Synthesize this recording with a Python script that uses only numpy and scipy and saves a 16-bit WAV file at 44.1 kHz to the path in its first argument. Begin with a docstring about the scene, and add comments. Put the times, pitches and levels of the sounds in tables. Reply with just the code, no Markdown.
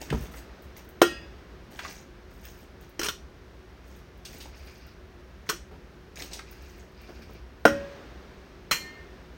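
"""A metal scoop digs moist, crumbly food out of a plastic tub, which bumps on the counter.
At 1 s the scoop is knocked on a steel bowl: the bowl thuds and both metals ring. More digging
follows, and at 3 s and 5.5 s the full scoop chatters along the bowl's wall, muffled by food.
After a last dig, a hard knock lands on the bowl's bottom at 7.7 s and a light clink comes at 8.7 s.
All along, a small kitchen echoes briefly and an appliance hums softly."""
import sys
import numpy as np
from scipy import signal
from scipy.fft import rfft, irfft, next_fast_len
from scipy.io import wavfile
from scipy.ndimage import map_coordinates

SR = 44100
rng = np.random.default_rng(int(sys.argv[2]) if len(sys.argv) > 2 else 0)


def wav_record(signal):
    """Record a signal, one row per channel, as 16-bit PCM in the file named by sys.argv[1]."""
    frames = np.transpose(np.atleast_2d(signal))
    bounded = np.clip(frames, -1, 1)
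    # unit amplitude maps onto the largest positive 16-bit level
    quanta = np.round(bounded * 32767).astype(np.int16)
    wavfile.write(sys.argv[1], SR, quanta)


N = 413216

# The scoop hits the bowl. A fade time, or t60, is how long a sound takes to drop by 60 dB.
# t/s, knock/dB, clack/dB, clack pitch/Hz, clack fade/s, bowl ring/dB, place (0 wall, 1 bottom),
# scoop ring/dB, time until the hand damps the ring/s, time until the bounce/s
BLOWS = [(1.0164, -3.5, -11, 1310, 0.064, -24.5, 0.092, -47.5, 0.19, 0.0027),
         (7.6526, 0, -18.5, 1800, 0.079, -21.5, 1, -58, 0.33, 0.026),
         (8.711, -35, -16.5, 2180, 0.11, -51, .1, -35.5, 0.24, .004)]


def scoop_blows():
    """The scoop hits the bowl and bounces once, lighter and brighter; both ring until a hand damps them."""
    out = np.zeros(N)
    for s, knock_db, clack_db, clack_hz, clack_t60, bowl_db, place, scoop_db, free_s, bounce_s in BLOWS:
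        add(out, s, contact(knock_db, clack_db, clack_hz, clack_t60))
        add(out, s, metal_ring(bowl_db, place, scoop_db, free_s, damping_t60=0.97))
        add(out, s + bounce_s, contact(knock_db - 18, clack_db - 12, clack_hz=5600, clack_t60=clack_t60))
    return out


# Light touches along the bowl's wall: t/s, clack level/dB, clack pitch/Hz
CHATTER = [(2.993, -24.5, 5570), (3.0135, -26, 1340), (3.031, -23, 5010), (3.044, -24, 8820),
           (3.056, -28, 3050), (3.062, -25, 5500), (3.0846, -22, 3700), (3.089, -27, 1340),
           (5.4903, -21.5, 4370), (5.496, -18.5, 1296)]


def scoop_chatter():
    """The full scoop rattles along the wall, and the food starts to muffle the ring almost at once."""
    out = np.zeros(N)
    for s, db, hz in CHATTER:
        add(out, s, contact(knock_db=db - 22, clack_db=db, clack_hz=hz, clack_t60=0.063, flex_db=-1.5))
        add(out, s, metal_ring(db - 26, place=0, scoop_db=db - 30.5, free_s=0.0088, damping_t60=0.34))
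    return out


# The tone of a dull knock and of a bright clack: f/Hz, level/dB
KNOCK_TONE = [(60, -40), (190, -47), (310, -6.5), (480, 3), (780, -3), (1020, -4.5), (1420, -0.5),
              (2000, -14), (4000, -29.5), (15000, -62)]
CLACK_TONE = [(150, -5.5), (750, -13.5), (1050, -3.5), (1400, 0.5), (1800, -4.5), (2300, -5.5), (3050, -1),
              (3800, -13.5), (4700, -12), (5600, -5), (6800, -10.5), (10000, -13.5), (15000, -14.5)]


def contact(knock_db, clack_db, clack_hz, clack_t60, flex_db=-3):
    """Metal meets metal: a patch of wall bends to and fro briefly, with a knock and a clack."""
    hz = np.geomspace(100, 16000, 120)
    # the spot that is hit favours the pitches near clack_hz
    lift_db = 8 * np.exp(-(np.log2(hz / clack_hz) / 0.28) ** 2)
    tone = np.transpose([hz, along(CLACK_TONE, hz) + lift_db])
    out = swing(clack_db + flex_db, clack_hz, t60=0.034)
    add(out, 0, amp(knock_db) * burst(KNOCK_TONE, t60=0.023))
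    add(out, 0, amp(clack_db) * burst(tone, clack_t60, rise_s=0.00091))
    return out


# The steel bowl's own notes: f/Hz, level if hit on the wall/dB, level if hit on the bottom/dB, fade/s
BOWL_NOTES = [(309.4, -2.5, -1.5, 0.28), (419, 12, -24, 0.097), (562, -15, -3, 0.63),
              (1072, -27, -19, 0.55), (1100, -34, -24, 0.18), (1355, -4, -17.5, 0.31), (1398, 2, -3, 0.17),
              (1435, -8, 0, 0.23), (1516, -15, -3, 0.21), (1570, -35, -25, 0.64), (1640, -21, -24, 1),
              (1877, -6.5, -12, 0.44), (2545, -22, -28, 0.8), (2580, -12, -34, 0.82), (2780, -21, -41, 1),
              (2970, -8.5, -36, 0.38), (3050, -18, -8, 0.24), (3260, -4, -20, 0.23), (3440, -21, -49, 1),
              (3910, 1, -13, 0.057), (4160, -33, -49, 0.57), (4750, -20.5, -49, 0.73),
              (4800, -27, -42, 0.26), (4940, -17, -47, 0.77), (5570, -4, -13, 0.076), (6200, -21, -45, .33),
              (6050, -24, -44, 0.14), (6370, -25, -48, 0.56), (8400, -15, -36, 0.27)]
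# The metal scoop's own notes: f/Hz, level/dB, fade/s
SCOOP_NOTES = [(1500, -9, 0.13), (1820, -7.5, 2.2), (1890, -31, 0.54), (2120, -13, 2.3), (2396, -6, 0.44),
               (2830, -9, 0.72), (3130, -11, 0.61), (4100, 4, 0.32), (4190, 10, 0.14), (4260, -2.5, 0.47),
               (4570, -17, 0.41), (5450, -18, 0.53), (5803, -9, 0.44), (6300, -15, 0.21), (6600, -3, 0.41),
               (7154, -2, 0.3), (7960, -12, 0.37), (8140, -2, .25), (9450, -19, 0.18), (12670, 1, 0.22),
               (12900, -12, 0.29), (13500, -17, .27), (13800, -18, .24)]


def metal_ring(bowl_db, place, scoop_db, free_s, damping_t60):
    """Bowl and scoop ring freely, then die away faster once something soft rests on them."""
    hz, wall_db, bottom_db, t60 = np.transpose(BOWL_NOTES)
    note_db = wall_db + place * (bottom_db - wall_db)  # the bottom favours the low notes
    out = amp(bowl_db) * beating_notes(hz, note_db, t60)
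    out += amp(scoop_db) * beating_notes(*np.transpose(SCOOP_NOTES))
    # the scoop's many weaker notes blur into a jangle
    add(out, 0, amp(scoop_db + 2) * burst(CLACK_TONE, t60=0.35))
    touched_s = np.maximum(clock(len(out)) - free_s, 0)
    return out * fade(touched_s, damping_t60)


def beating_notes(hz, db, t60, detune=0.008):
    """The metal is not quite round, so each note has a close twin that makes it waver."""
    hz, db, t60 = hz[:, None], db[:, None], t60[:, None]
    gain = amp(db + rng.standard_normal(hz.shape))
    t = clock(SR * 3 // 4)
    phase = 2 * np.pi * hz * t
    twin = 0.67 * np.cos(phase * (1 + detune * rng.standard_normal(hz.shape)))
    sign = rng.choice([-1, 1], hz.shape)
    return np.sum(gain * sign * fade(t, t60) * (np.sin(phase) + twin), axis=0)


# The bowl is pushed against the counter: t/s, level/dB, f/Hz
THUDS = [(1.0172, -2.5, 350), (2.995, -22, 342), (5.53, -33, 330), (7.653, -5.5, 476), (8.712, -30, 311)]
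# The notes in one thud: multiple of its pitch, level/dB, fade/s
THUD_NOTES = [(1, 1, 0.059), (1.2, -6, 0.055), (1.43, -1, .036), (2.3, 6, 0.017)]


def bowl_thuds():
    """The loaded bowl thuds on the counter; the lighter the thud, the duller it sounds."""
    out = np.zeros(N)
    for s, db, hz in THUDS:
        for multiple, note_db, t60 in THUD_NOTES:
            dulling_db = 0.38 * db * np.log2(multiple)
            add(out, s, swing(db + note_db + dulling_db, hz * multiple, t60))
    return out


# The scoop taps or scrapes the tub and the packed food: t/s, level/dB, strongest f/Hz, fade/s
DIGS = [(.015, -32, 7040, 0.021), (.102, -25.5, 2510, 0.033), (0.1263, -20, 560, 0.036),
        (.146, -35, 650, 0.039), (.338, -40, 1500, 0.065), (1.7899, -28.5, 1950, 0.059),
        (1.847, -31, 1230, 0.071), (4.25, -35.5, 5060, 0.1), (4.402, -40, 4320, 0.14),
        (5.71, -44, 447, 0.28), (6.157, -39.5, 6460, .03), (6.221, -27.5, 3650, 0.023),
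        (6.331, -32.5, 5550, 0.11), (6.391, -32, 1900, 0.038), (7.086, -39, 440, 0.12),
        (7.19, -44, 330, .1), (7.29, -42, 450, 0.13), (7.35, -42, 350, 0.068)]


def tub_taps():
    """Plastic does not ring, so each tap or scrape is a short puff of noise around one pitch."""
    out = np.zeros(N)
    for s, db, hz, t60 in DIGS:
        hump = [(hz / 6, -17), (hz / 1.48, -2), (hz, 0), (hz * 1.32, -4), (hz * 4, -22), (hz * 16, -40)]
        add(out, s, amp(db) * burst(hump, t60, rise_s=t60 / 45))
    return out


# The tub or the bowl rocks on the counter: t/s, level/dB, f/Hz
BUMPS = [(.111, -19, 138), (0.126, -17, 344), (.132, -20, 136), (.141, -18.5, 63), (.146, -20, 198),
         (7.655, -10, 223), (7.721, -26.5, 75)]


def counter_bumps(cycles=9.2):
    """Each rock on the counter gives a dull bump that dies away in a few swings."""
    out = np.zeros(N)
    for s, db, hz in BUMPS:
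        add(out, s, swing(db, hz, t60=cycles / hz, rise_s=0.0016))
    return out


# The scoop presses into the food: t/s, length/s, crumbling/dB, wet crackle/dB
PRESSES = [(0, 0.026, -43.5, -46), (0.108, 0.15, -48, -49.5), (0.311, 0.082, -56.5, -50.5),
           (0.617, 0.027, -69, -57), (0.755, .04, -53.5, -60), (1.704, 0.31, -53.5, -55.5),
           (1.8, 0.11, -52, -53.5), (2.297, 0.34, -62.5, -61.5), (2.43, 0.048, -56.5, -61),
           (2.798, .035, -58.5, -63), (3.83, 0.17, -64, -63.5), (4.265, 0.19, -53.5, -52),
           (4.547, 0.23, -64, -59.5), (5.46, .04, -47.5, -58), (6.16, 0.08, -45, -47),
           (6.305, .07, -48.5, -55), (6.48, 0.36, -60.5, -68), (6.995, 0.33, -66, -69)]
# Moist food lets go with a tick: t/s, level/dB
TICKS = [(0.6214, -45), (0.7682, -39), (0.845, -50), (0.8889, -41.5), (2.4524, -35), (2.8105, -45),
         (2.8923, -47), (4.1744, -54), (4.8653, -47), (6.5114, -38), (6.6214, -48), (6.782, -52),
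         (6.9162, -59), (7.0135, -46), (7.3058, -52), (7.3322, -50)]
# The tone of breaking crumbs, dull mush and wet smacks: f/Hz, level/dB
CRUMB_TONE = [(150, -2), (450, -23), (900, -8.5), (1700, -5), (2400, -3.5), (3200, -6), (4700, -2.5),
              (6500, 3.5), (9000, -6.5), (12000, -21), (16000, -11)]
MUSH_TONE = [(100, -15), (250, -1.5), (450, -4), (900, 2.5), (1500, -28), (4000, -27)]
SMACK_TONE = [(3000, -41), (6500, -11), (9000, -3), (14500, 3), (16000, 6.5)]


def food():
    """The moist food crumbles under the scoop, gives way dully, and crackles as it comes unstuck."""
    crumbling, wetness = np.zeros(N), np.zeros(N)
    for s, length_s, crumbling_db, wetness_db in PRESSES:
        add(crumbling, s, amp(crumbling_db) * press(length_s))
        add(wetness, s, amp(wetness_db) * press(length_s))
    crumbs = amp(-2) * tiny_pops(CRUMB_TONE, per_s=2000, spread_db=4, centre_hz=4310, cycles=3.9)
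    mush = amp(-4) * tiny_pops(MUSH_TONE, per_s=500, spread_db=6, centre_hz=700, cycles=0.6)
    smacks = amp(-2) * tiny_pops(SMACK_TONE, per_s=1600, spread_db=3, centre_hz=11000, cycles=1.7)
    wetness *= amp(2.5 * wobble(per_s=35))  # the crackle comes in spurts
    yielding = amp(1.5 * wobble(per_s=24))  # the food gives way in fits and starts
    out = yielding * (crumbling * (crumbs + mush) + wetness * smacks)
    for s, db in TICKS:
        add(out, s, amp(db - 1.5) * burst(SMACK_TONE, t60=0.05))
    return out


# The scoop slides through the food: t/s, length/s, level/dB
SLIDES = [(1.797, 0.14, -58), (2.402, 0.24, -73), (4.298, 0.6, -59.5), (6.206, 0.54, -61),
          (6.942, 0.44, -62)]
# The tone of the sliding scoop, with two peaks: f/Hz, level/dB
RUB_TONE = [(500, -25), (1500, -11.5), (1900, -11), (2450, -2), (3100, -12), (4100, -7), (4850, 0),
            (5700, -5.5), (7000, -17), (12000, -42)]


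def rubbing():
    """The scoop slips through the food, and countless tiny catches blend into a soft rub."""
    force = np.zeros(N)
    for s, length_s, db in SLIDES:
        add(force, s, amp(db) * press(length_s))
    friction = tiny_pops(RUB_TONE, per_s=4000, spread_db=2, centre_hz=3580, cycles=1.4)
    roughness = amp(3 * wobble(per_s=18))
    return force * roughness * friction


def press(length_s, rise_s=0.012):
    """The force of one press builds, holds and lets go."""
    t = clock()
    return np.minimum(t / rise_s, 1) * fade(np.maximum(t - length_s, 0), t60=0.17)


# How long the kitchen's echo lasts at each pitch: f/Hz, fade/s
ECHO_FADES = [(80, 0.65), (400, 0.13), (2000, 0.22), (6000, 0.3), (15000, 0.19)]


def wall_echo(x, delay_s=0.0051):
    """Close walls throw the sound back as a short blur in which the bass lasts longest."""
    hz, t, spectrum = signal.stft(rng.standard_normal(SR // 2), SR, nperseg=256)
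    spectrum *= fade(t, along(ECHO_FADES, hz)[:, None])
    tail = signal.istft(spectrum, SR, nperseg=256)[1]
    tail *= np.clip(clock(len(tail)) / delay_s - 1, 0, 1)
    return signal.fftconvolve(x, tail / np.linalg.norm(tail))[:N]


# The tone of the kitchen's background noise: f/Hz, level/dB
ROOM_TONE = [(13, -38), (22, -27), (38, -9.5), (61, 1), (97, -12.5), (182, -13), (306, -16.5), (361, -14.5),
             (698, -21.5), (801, -24), (1590, -24.5), (3160, -33), (5620, -38), (11200, -58.5),
             (15500, -49)]
# The phone's sound processing lets the background rush swell around loud knocks: t/s, lift/dB
SWELLS = [(.05, 8.5), (1.02, 4), (7.65, 12.5), (8.71, 5.5)]


def background_noise(rumble_db=-47.5, air_db=-49.5, split_hz=180, rise_s=0.044, sink_s=0.51):
    """A steady low rumble lies under a soft rush, which is turned up at the listed times and sinks back."""
    t = clock(N)
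    noise = unit(colour(rng.standard_normal(N), ROOM_TONE))
    rumble = signal.sosfiltfilt(signal.butter(3, split_hz, fs=SR, output="sos"), noise)
    lift_db = np.zeros(N)
    for s, db in SWELLS:
        add(lift_db, s, db * np.minimum(t / rise_s, 1) * np.exp(-t / sink_s))
    return amp(rumble_db) * rumble + amp(air_db + lift_db) * (noise - rumble)


# The notes of the humming appliance: f/Hz, level/dB
HUM_NOTES = [(59.2, -59.5), (183.0, -66.5), (360.7, -61.5), (387.6, -67.5)]


def appliance_hum():
    """A few low notes, each wavering a little in loudness and pitch."""
    out = np.zeros(N)
    for hz, db in HUM_NOTES:
        peak = np.sqrt(2) * amp(db + 2.4 * wobble(per_s=11))
        out += peak * np.sin(2 * np.pi * hz * clock(N) + wobble(per_s=18))
    return out


def swing(db, hz, t60, rise_s=0.0019):
    """A surface swings and soon settles; the air follows how fast its speed changes."""
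    t = clock()
    speed = np.sin(2 * np.pi * hz * t) * fade(t, t60) * (1 - np.exp(-t / rise_s))
    return amp(db) * np.gradient(speed) * SR / (2 * np.pi * hz)


def burst(tone, t60, rise_s=0.0006):
    """Many crowded notes that die quickly, heard as a puff of noise."""
    t = clock(SR // 4)
    envelope = fade(t, t60) * (1 - np.exp(-t / rise_s))
    noise = colour(rng.choice([-1, 1], len(t)) * envelope, tone)
    return unit(noise) * np.sqrt(np.mean(envelope ** 2))


def tiny_pops(tone, per_s, spread_db, centre_hz, cycles):
    """A stream of tiny pops of uneven size and pitch, with the loud ones in clumps."""
    t = clock(160)
    when, pitch, strength = rng.random((int(per_s * N / SR), 3)).T
    start = (when * N).astype(int)
    hz = np.minimum(centre_hz * 2 ** (3 * pitch[:, None] - 1.5), SR / 2)
    size_db = spread_db * np.minimum(-np.log1p(-strength), 3)  # many small, few big
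    clump_db = 3 * wobble(per_s=70)[start]
    pops = amp(size_db + clump_db)[:, None] * np.sin(2 * np.pi * hz * t) * np.exp(-t * hz / cycles)
    positions = start[:, None] + np.arange(len(t))
    stream = np.bincount(positions.ravel(), pops.ravel(), N)[:N]
    return unit(colour(stream, tone))


def colour(x, tone, keep_power=True):
    """Filter a sound with a tone curve of f/Hz, level/dB points."""
    size = 2 * next_fast_len(len(x) // 2 + 2048)
    gain = amp(along(tone, np.fft.rfftfreq(size, 1 / SR)))
    cepstrum = irfft(np.log(unit(gain) if keep_power else gain), size)
    # this fold keeps the filter from sounding before its input does
    cepstrum[1:size // 2] *= 2
    cepstrum[size // 2 + 1:] = 0
    return irfft(rfft(x, size) * np.exp(rfft(cepstrum)), size)[:len(x)]


def amp(db):
    """Turn decibels into a gain."""
    return 10 ** (np.asarray(db) / 20)


def unit(x):
    """Scale to an average (rms) level of 1."""
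    return x / np.sqrt(np.mean(x ** 2) + 1e-20)


def along(points, hz):
    """Read between (f/Hz, value) points, giving each octave equal room."""
    point_hz, values = np.transpose(points)
    return np.interp(np.log(hz + 1), np.log(point_hz + 1), values)


def clock(samples=SR):
    """The time of each sample, one second's worth by default."""
    return np.arange(samples) / SR


def fade(t, t60):
    """Drop by 60 dB every t60 seconds."""
    return np.exp(-np.log(1000) * t / t60)


def wobble(per_s):
    """A smooth curve through per_s random values a second."""
    values = rng.standard_normal(int(N * per_s / SR) + 4)
    return map_coordinates(values, [np.arange(N) * per_s / SR])


def add(track, s, sound):
    """Mix a sound in at s seconds."""
    part = track[max(round(s * SR), 0):][:len(sound)]
    part += sound[:len(part)]


def scene():
    """The bowl stands nearer than the tub, so it has less echo."""
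    near = scoop_blows() + scoop_chatter() + bowl_thuds()
    far = tub_taps() + counter_bumps() + food() + rubbing()
    echo = wall_echo(amp(-10.5) * near + amp(-6) * far)
    return (near + far + echo + background_noise() + appliance_hum())[None]


# The microphone's opening cuts two narrow dips in the treble: f/Hz, level/dB
MIC_TONE = [(7150, -0.5), (7500, -24), (7850, 1), (10100, -5.5), (10900, -16.5), (11250, -42), (11700, -19),
            (12400, -1)]


def record(dry, hiss_db=-76, top_hz=15950):
    """The sound is coloured, gains a faint hiss, clips at its loudest peaks and loses the top treble."""
    x = colour(dry[0], MIC_TONE, keep_power=False) + amp(hiss_db) * rng.standard_normal(N)
    size = next_fast_len(N + SR // 2)
    in_range = np.fft.rfftfreq(size, 1 / SR) < top_hz
    return irfft(rfft(np.clip(x, -1, 1), size) * in_range, size)[None, :N]


dry = scene()
out = record(dry)
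wav_record(out)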